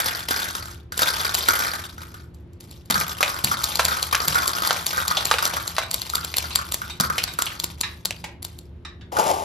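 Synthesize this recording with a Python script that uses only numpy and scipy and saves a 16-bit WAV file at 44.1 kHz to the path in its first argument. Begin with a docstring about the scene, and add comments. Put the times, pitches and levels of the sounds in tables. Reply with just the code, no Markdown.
"""Toy marble shooter on a felt-covered table.

Close to the microphone pair, on the left, a hollow plastic magazine is shaken and its marbles rattle.
Then each press snaps a marble out through sprung claws and lets the next one drop. The marbles roll
off to crack against plastic targets and stray into far pieces; at last the toy is dragged over the
felt. Behind it all, ventilation rumbles and hums in the room."""
import sys
import numpy as np
from scipy import signal
from scipy.fft import rfft, irfft
from scipy.io import wavfile
from scipy.ndimage import uniform_filter1d

SR = 44100
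rng = np.random.default_rng(int(sys.argv[2]) if len(sys.argv) > 2 else 0)


def to_wav(sig):
    """Store sig (one row per channel, or 1-D mono) as 16-bit WAV at the path in sys.argv[1].

    Samples outside -1..1 are clipped; the rate is SR.
    """
    pcm = np.clip(np.atleast_2d(sig), -1, 1) * 32767
    pcm = np.round(pcm).astype(np.int16)
    wavfile.write(sys.argv[1], SR, pcm.T)  # frames by channels


N = 416304
TIME = np.arange(N) / SR

# Marbles snapping through the claws. Each row: start in seconds, relative level in dB.
SNAPS = [(2.9089, -5), (3.4453, -2), (3.641, -5), (3.8518, -5), (4.0284, -8.5), (4.2822, -3),
         (4.4781, -4.5), (4.6743, -6.5), (4.8662, -6), (5.0807, -7.5), (5.2546, -7), (5.454, -4.5),
         (5.943, -8), (6.1546, -6), (6.3837, -6), (6.558, -4), (6.7431, -6.5), (7.0091, -5.5), (7.2389, -8),
         (7.422, -7), (7.642, -7.5), (7.8118, -9), (8.0558, -7.5), (8.4495, -15.5)]
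# Dry clicks that release no marble: trigger clicks and faint handling ticks of the toy. Each row: start in
# seconds, relative level in dB.
EMPTY_CLICKS = [(0.9778, -5.5), (1.345, -2), (1.35, -2), (2.346, -35.5), (2.534, -41.5), (2.6074, -23),
                (2.7124, -24), (2.8579, -33.5), (3.001, -5), (3.756, -4.5), (5.678, -7.5), (5.913, -6),
                (6.018, -9.5), (6.1, -9.5), (6.2477, -7.5), (6.369, -2), (6.722, -5.5), (7.338, -16),
                (7.458, -10.5), (7.6, -7.5), (8.4281, -14.5), (8.589, -23.5)]
# Tone of a struck plastic piece. Each row: frequency in Hz, relative level in dB.
PIECE_SPECTRUM = [(150, -39.5), (550, -12), (1300, -10.5), (3800, -10), (9000, -15.5), (16000, -27)]
# Phase of a source close on the left. Each row: frequency in Hz, lead of the left channel in radians.
NEAR_LEAD = [(470, 0), (1400, 2.7), (1750, 2.4), (1950, 0)]


def shots(level_db=10, glass_db=-3, rub_db=-5, rub_s=0.0052, click_db=-6):
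    """A marble rubs through sprung claws that snap shut and ring the glass; empty clicks are softer."""
    # Tone of the claws. Each row: frequency in Hz, relative level in dB.
    claw_spectrum = [(250, -17), (1200, -3.5), (2500, -20.5), (4100, -2), (5500, -8.5), (7400, -7.5),
                     (9000, -5.5), (14000, -8.5), (16000, -20.5)]
    # Marble and claw modes. Each row: frequency in Hz, relative level in dB, t60 in seconds.
    glass_modes = [(4520, -2, 0.0069), (7250, 1.5, 0.008)]
    contacts, rings = np.zeros((2, N))
    t = TIME[:SR // 6]
    for s, db in list(SNAPS) + [(s, db + click_db) for s, db in EMPTY_CLICKS]:
        add(contacts, s, gain_of(db) * blow(crack_t60=0.0055, ring_t60=0.02, ring_db=-2.5))
        rub = unit(rng.standard_normal(len(t))[:round(rub_s * SR)])
        add(contacts, s - rub_s, gain_of(db + rub_db) * rub)
        ring = 0
        for hz, mode_db, t60 in glass_modes:
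            mode = np.sin(2 * np.pi * hz * rng.normal(1, 0.0033) * t) * dying(t, t60)
            ring += gain_of(mode_db) * unit(mode)
        add(rings, s, gain_of(db + rng.normal(glass_db, 2)) * ring)
    return gain_of(level_db) * (colour(contacts, claw_spectrum) + rings)


def magazine(rattle_db=-16.5, recoil_db=-6, knock_db=6, knock_ring_db=27, bounce_ring_db=22.5,
             drop_ring_db=-4, wander=0.035, wander_s=0.04):
    """Marbles knock on the shell and ring the air inside; knocks and shots set the rest bouncing."""
    # Marbles thrown at the wall. Each row: start in seconds, relative level in dB, hollow ring in dB.
    jolts = [(0.0014, -7, -15.5), (0.0593, -9, -22.5), (0.2862, -9, -35.5), (0.3087, -6.5, -15.5),
             (0.5514, -15, -16), (0.9219, -19.5, -11.5), (0.9921, -6.5, -16), (1.0193, -2.5, -20.5),
             (1.2481, -11.5, -12), (1.4861, -2.5, -11), (1.603, -18, -8), (1.7928, -22.5, -17.5),
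             (1.9804, -28.5, -8), (2.0178, -25, -23), (2.142, -29, -12), (2.9009, -10, -15.5),
             (3.207, -8.5, -12), (4.1268, -8, -12), (4.4576, -12.5, -13), (4.6209, -12, -12),
             (4.9301, -14.5, -12), (5.4249, -11.5, -12), (7, -6, -15), (7.3883, -9.5, -11),
             (9.168, -16.5, -3.5)]
    # Marbles dropping after a shot. Each row: start in seconds, relative level in dB.
    drops = [(2.9557, -13.5), (3.514, -13.5), (3.883, -18), (3.918, -17), (4.355, -11), (4.372, -24),
             (4.421, -24), (4.562, -23), (4.979, -15), (5.111, -15), (5.568, -18), (6.136, -20),
             (6.18, -24), (6.441, -25.5), (6.589, -21), (6.614, -26.5), (6.817, -22.5), (7.036, -17),
             (7.1, -15.5)]
    # Air resonance of the magazine. Each row: time in seconds, frequency in Hz.
    hollow_pitch = [(0, 1475), (1.5, 1385), (3, 1310)]
    # Rattle of the remaining marbles. 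Each row: time in seconds, gain in dB.
    fullness = [(1.6, -5.5), (5.4, -2), (5.9, -8.5), (7.4, -14), (7.7, -15.5)]
    # Tone of the shell. Each row: frequency in Hz, relative level in dB.
    shell_spectrum = [(100, -6), (1000, 10.5), (2700, 0), (3250, 6), (3900, 5), (4900, 5.5), (6000, 2.5),
                      (7500, 3), (13500, 2), (16000, -26)]
    shell, bursts = np.zeros((2, N))
    knocks = list(jolts) + [(s, db, drop_ring_db) for s, db in drops]
    for s, db, ring_db in knocks:
        knock = blow(crack_t60=0.0035, ring_t60=0.045, ring_db=4.5)
        hz = np.interp(s, *np.transpose(hollow_pitch)) * rng.normal(1, wander)
        burst = unit(resonate_twice(knock, hz, width_hz=340))
        add(shell, s, gain_of(db + knock_db) * knock)
        add(bursts, s, gain_of(db + ring_db + knock_ring_db) * burst)
    bounces = chatter() * gain_of(rattle_db + follow(fullness))
    recoils = [(s, db + recoil_db) for s, db in list(SNAPS) + list(EMPTY_CLICKS)]
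    shell += bounces * unrest([(s, db) for s, db, _ in knocks] + recoils)
    air = bounces * unrest([(s, db + ring_db / 3) for s, db, ring_db in knocks])
    # Shifting marbles bend the hollow's pitch and damp it, so its ring is broad.
    bend = evened(uniform_filter1d(rng.standard_normal(N), round(wander_s * SR)))
    hollow = resonate_twice(air, follow(hollow_pitch) * (1 + wander * bend), width_hz=540)
    return colour(shell, shell_spectrum) + bursts + gain_of(bounce_ring_db) * hollow


def chatter(spots=16, spot_db=10):
    """Small bounces; every spot of the shell answers with its own pitch."""
    ticks = np.zeros(N)
    for hz in np.geomspace(2000, 12000, spots):
        tick = blow(crack_t60=0.012, ring_t60=0.05, ring_db=0.5)
        tick = unit(tick + gain_of(spot_db) * resonate(tick, hz, width_hz=600))
        ticks += signal.oaconvolve(grains(per_s=20, spread_db=3), tick)[:N]
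    return evened(ticks)


def targets(level_db=13, piece_db=10, body_db=28, rebound_db=-14, ping_db=-23, room_db=-8):
    """A crack and three rebounds; the piece rings, heavy ones add a low clack, and every hit carries a faint
    ping near 3.8 kHz."""
    # Marbles striking targets. Each row: start in seconds, relative level in dB, pitch in Hz,
    # weight of the body in dB, distance as diffuse sound in dB.
    hits = [(3.229, 0, 2320, -16.5, 0), (3.795, 0, 1210, -18, 3), (4.148, -5.5, 1510, -35, -5),
            (4.152, -3, 2230, -25.5, -17), (4.708, -2, 1380, -17, -0.5), (5.17, -4, 3460, -15, 8),
            (5.313, 1, 1200, -28, 2), (5.34, -6, 2450, -13, -0.5), (5.385, -6, 1270, -47, 5),
            (5.535, -12, 3430, -13, 4.5), (5.766, -14, 1900, -28, -2), (5.783, -3, 1350, -23, 2),
            (6.341, -11.5, 2500, -24, -8), (7.181, -5, 2800, -27, 4), (7.466, -11.5, 2790, -23, 5),
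            (8.108, -11.5, 2680, -20.5, -8.5), (8.241, -17, 2120, -16, 11)]
    direct, diffuse = np.zeros((2, N))
    for s, db, hz, weight_db, distance_db in hits:
        hit = blow(crack_t60=0.0027, ring_t60=0.058, ring_db=distance_db)
        for k, delay_s in enumerate(np.cumsum(rng.uniform(0.016, 0.02, size=3))):
            rebound = blow(crack_t60=0.00045, ring_t60=0.016, ring_db=-5.5)
            add(hit, delay_s, gain_of(rebound_db + distance_db / 2 - 2 * k) * rebound)
        piece = gain_of(piece_db) * resonate(hit, hz, width_hz=800)
        body = gain_of(body_db + weight_db) * resonate(hit, hz=660, width_hz=500)
        crack = signal.lfilter(*signal.butter(2, 1200, "high", fs=SR), hit)
        ping = unit(resonate_twice(hit, hz=rng.normal(3820, 60), width_hz=600))
        clack = unit(colour(crack + piece + body, PIECE_SPECTRUM))
        sound = gain_of(db + level_db) * (clack + gain_of(ping_db) * ping)
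        add(direct, s, sound)
        add(diffuse, s, gain_of(room_db + distance_db / 2) * sound)
    return direct + room(diffuse)


def strays(level_db=12, ring_t60=0.09, room_db=2):
    """Stray marbles hit thin pieces at the far end: a dull clack with a rough, short ring."""
    # Far hits. Each row: start in seconds, relative level in dB, pitch in Hz.
    far_hits = [(5.823, -19, 3800), (6.507, -19.5, 4100), (6.8977, -20, 3780), (7.277, -18.5, 3730),
                (7.8334, -13.5, 1777), (8.85, -23, 1760), (9.011, -36, 1630)]
    # Modes of a thin piece. Each row: multiple of the pitch, relative level in dB.
    thin_modes = [(.64, -7.5), (1, 3), (1.3, -14.5), (2.14, 4.5)]
    clacks, t = np.zeros(N), TIME[:SR // 6]
    for s, db, hz in far_hits:
        tap = unit(colour(blow(crack_t60=0.00295, ring_t60=0.034, ring_db=8.5), PIECE_SPECTRUM))
        ring = 0
        for ratio, mode_db in thin_modes:
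            buzz = rng.standard_normal(len(t)) * dying(t, ring_t60)
            ring += gain_of(mode_db) * unit(resonate_twice(buzz, ratio * hz, width_hz=330))
        add(clacks, s, gain_of(db + level_db) * (tap + unit(ring)))
    distant = signal.lfilter(*signal.butter(2, [850, 5500], "band", fs=SR), clacks)
    return distant + gain_of(room_db) * room(distant)


def table_thuds(level_db=18, push_db=-26, thud_hz=150, width_hz=130):
    """The padded table thuds when the toy is pushed down hard, and rumbles a little under each shot."""
    # Hard presses. Each row: start in seconds, relative level in dB.
    presses = [(2.9, -12), (3.441, -13), (4.274, -16.5), (7.001, -12.5)]
    push = gain_of(push_db) * unrest(SNAPS) * rng.standard_normal(N)
    thuds = np.zeros(N)
    for s, db in presses:
        thud = resonate(blow(crack_t60=0.017, ring_t60=0.7, ring_db=-1), thud_hz, width_hz)
        add(thuds, s, gain_of(db + level_db) * unit(thud))
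    return resonate(thuds + resonate(push, thud_hz, width_hz), thud_hz, width_hz)


def drag(pan_db=2.8, room_db=-12.5):
    """The base of the toy sticks and slips over the felt, left of the microphones."""
    # Course of the drag. Each row: time in seconds, gain in dB.
    drag_curve = [(9.115, -70), (9.121, -27.5), (9.16, -28), (9.198, -15.5), (9.224, -21), (9.285, -18.5),
                  (9.304, -15.5), (9.33, -23), (9.44, -29.5)]
    # Tone of rubbed felt. Each row: frequency in Hz, relative level in dB.
    felt_spectrum = [(200, -15), (600, 1), (880, 7.5), (1200, -6.5), (1900, -16), (12000, -22),
                     (16000, -52.5)]
    catches = grains(per_s=350, spread_db=3)
    slips = signal.oaconvolve(catches, blow(crack_t60=0.002, ring_t60=0.006, ring_db=-9))[:N]
    friction = evened(evened(slips) + rng.standard_normal(N))
    scrape = gain_of(follow(drag_curve)) * colour(friction, felt_spectrum)
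    direct = steer(scrape, NEAR_LEAD) * gain_of([[pan_db], [-pan_db]])
    return direct + gain_of(room_db) * room(scrape)


def rolling(level_db=-46, trip_s=0.4):
    """Each fired marble rumbles across the felt and stirs the table's low modes."""
    # Modes of the tabletop. Each row: frequency in Hz, width in Hz, relative level in dB.
    slab_modes = [(73.9, 7.9, 5), (167.7, 28, 0.5)]
    power = np.zeros(N)
    for s, db in SNAPS:
        add(power, s, gain_of(db) ** 2 * np.maximum(1 - TIME[:SR] / trip_s, 0))
    bumps = rng.standard_normal(N)
    rumble = sum(gain_of(db) * evened(resonate_twice(bumps, hz, width)) for hz, width, db in slab_modes)
    return gain_of(level_db) * np.sqrt(power) * rumble


def ventilation(rumble_db=-44, apart_hz=700):
    """Low ventilation rumble, alike in both channels in the bass, with a few wavering hum lines."""
    # Tone of the rumble. Each row: frequency in Hz, relative level in dB.
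    air_spectrum = [(25, -16), (58, 2), (90, 5), (135, -5.5), (330, -11.5), (800, -28.5), (3800, -42),
                    (15000, -91)]
    # Hum lines. Each row: frequency in Hz, level in dB.
    hum_lines = [(76, -49), (116, -55.5), (169, -55), (350, -57.5)]
    hz = np.fft.rfftfreq(N, 1 / SR)
    mid, side = rfft(rng.standard_normal((2, N))) * gain_of(read(air_spectrum, hz))
    side = side * hz / (hz + apart_hz)
    rumble = gain_of(rumble_db) * evened(irfft(np.array([mid + side, mid - side]), N))
    drifts = np.cumsum(rng.standard_normal((len(hum_lines), N)), axis=1) * np.sqrt(14 / SR)
    hum = sum(gain_of(db) * evened(np.sin(2 * np.pi * line_hz * TIME + drift))
              for (line_hz, db), drift in zip(hum_lines, drifts))
    return rumble + hum


def room(x, early_db=8, early_t60=0.018, paths=3):
    """Strong early reflections, then a tail whose treble dies first; the paths shift as things move."""
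    # Ring of the room. Each row: frequency in Hz, t60 in seconds.
    decay_times = [(200, 0.55), (4000, 0.28), (14000, 0.07)]
    t, reflected = TIME[:SR // 2], 0
    for k in range(paths):
        taps = rng.standard_normal((2, len(t))) * (t > 0.002)
        taps *= 1 + gain_of(early_db) * dying(t, early_t60)
        hz, age, bands = signal.stft(taps, SR)
        mid, side = bands * dying(age, read(decay_times, hz)[:, None])
        side = side * (hz / (hz + 500))[:, None]  # the bass is alike in both channels
        tails = signal.istft(np.array([mid + side, mid - side]), SR)[1]
        share = 2 * np.cos(np.pi * (2 * TIME + k / paths)) / np.sqrt(paths)
        reflected += signal.fftconvolve((share * x)[None], unit(tails), axes=1)[:, :N]
    return reflected


def blow(crack_t60, ring_t60, ring_db):
    """One contact: a sharp crack, then the dense, quickly dying modes of plastic."""
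    t = TIME[:SR // 6]
    crack, ring = rng.standard_normal((2, len(t)))
    return unit(crack * dying(t, crack_t60)) + gain_of(ring_db) * unit(ring * dying(t, ring_t60))


def grains(per_s, spread_db):
    """A random train of contacts, most small and a few large."""
    size = gain_of(spread_db * np.minimum(rng.exponential(1, N), 3.5))
    return evened(size * rng.choice([-1, 1], N) * (rng.random(N) < per_s / SR))


def unrest(jolts, settle_s=0.56):
    """Size of the bouncing after jolts (s, dB): it ends in a finite time, sooner after a soft one."""
    power = np.zeros(N)
    for s, db in jolts:
        remaining = np.maximum(1 - TIME[:SR] / (settle_s * gain_of(db / 3)), 0)
        add(power, s, gain_of(db) ** 2 * remaining ** 3)
    return np.sqrt(power)


def resonate(x, hz, width_hz):
    """A resonance of gain 1 whose centre may move."""
    turn = np.exp(2j * np.pi * np.cumsum(hz * np.ones(len(x))) / SR)
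    pole = np.exp(-np.pi * width_hz / SR)
    return 2 * (turn * signal.lfilter([1 - pole], [1, -pole], x / turn + 1e-18)).real


def resonate_twice(x, hz, width_hz):
    """Two like resonances in series, for steeper skirts."""
    return resonate(resonate(x, hz, width_hz), hz, width_hz)


def colour(x, spectrum):
    """Causal filter of unit energy with the given spectrum."""
    log_gain = np.log(gain_of(read(spectrum, abs(np.fft.fftfreq(2048, 1 / SR)))))
    taps = np.fft.ifft(np.exp(np.conj(signal.hilbert(log_gain)))).real
    return signal.oaconvolve(x, unit(taps[:len(taps) // 2]))[:len(x)]


def steer(x, lead, side=None):
    """Gives the two channels a phase and level difference that depends on frequency."""
    hz, sign = np.fft.rfftfreq(2 * N, 1 / SR), np.array([[0.5], [-0.5]])
    balance = gain_of(sign * read(side, hz)) if side else 1
    return irfft(rfft(x, 2 * N) * balance * np.exp(1j * sign * read(lead, hz)))[:, :N]


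def gain_of(db):
    return 10 ** (np.asarray(db) / 20)


def evened(x):
    """Scales to an rms of 1."""
    return x / np.sqrt(np.mean(x ** 2) + 1e-20)


def unit(x):
    """Scales to an energy of 1."""
    return x / np.linalg.norm(x)


def read(points, hz):
    """Interpolates along a logarithmic frequency axis."""
    point_hz, value = np.transpose(points)
    return np.interp(np.log(hz + 1), np.log(point_hz + 1), value)


def follow(curve):
    return np.interp(TIME, *np.transpose(curve))


def add(mix, s, sound):
    part = mix[max(round(s * SR), 0):][:len(sound)]
    part += sound[:len(part)]


def dying(t, t60):
    return np.exp(-np.log(1000) * t / t60)


def scene(base_room_db=-11, rattle_room_db=-8):
    """The toy is close on the left and fairly dry, its tall magazine less so; targets are farther off."""
    # Balance of the nearby toy. Each row: frequency in Hz, left over right in dB.
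    near_balance = [(400, -2), (1000, 7.5), (1600, -4.5), (2500, 9.5), (7000, 0)]
    base, rattle = shots() + table_thuds(), magazine()
    direct = steer(base + rattle, NEAR_LEAD, near_balance)
    reflected = room(gain_of(base_room_db) * base + gain_of(rattle_room_db) * rattle)
    return direct + reflected + drag() + rolling() + targets() + strays() + ventilation()


def record(dry, low_cut_hz=34, band_limit_hz=16300):
    """The microphone pair with its bass roll-off, full-scale clipping and band limit."""
    # Phase between the microphones. Each row: frequency in Hz, lead of the left one in radians.
    pair_lead = [(200, 0), (700, .5), (1400, 0), (3300, .1), (4700, .7), (6000, -.5), (8500, -3.14),
                 (12500, -6.3), (15200, -9.3)]
    heard = signal.lfilter(*signal.butter(2, low_cut_hz, "high", fs=SR), steer(dry, pair_lead))
    low_pass = signal.firwin(511, band_limit_hz, window=("kaiser", 9), fs=SR)
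    return signal.oaconvolve(np.clip(heard, -1, 1), low_pass[None], "same")


dry = scene()
out = record(dry)
to_wav(out)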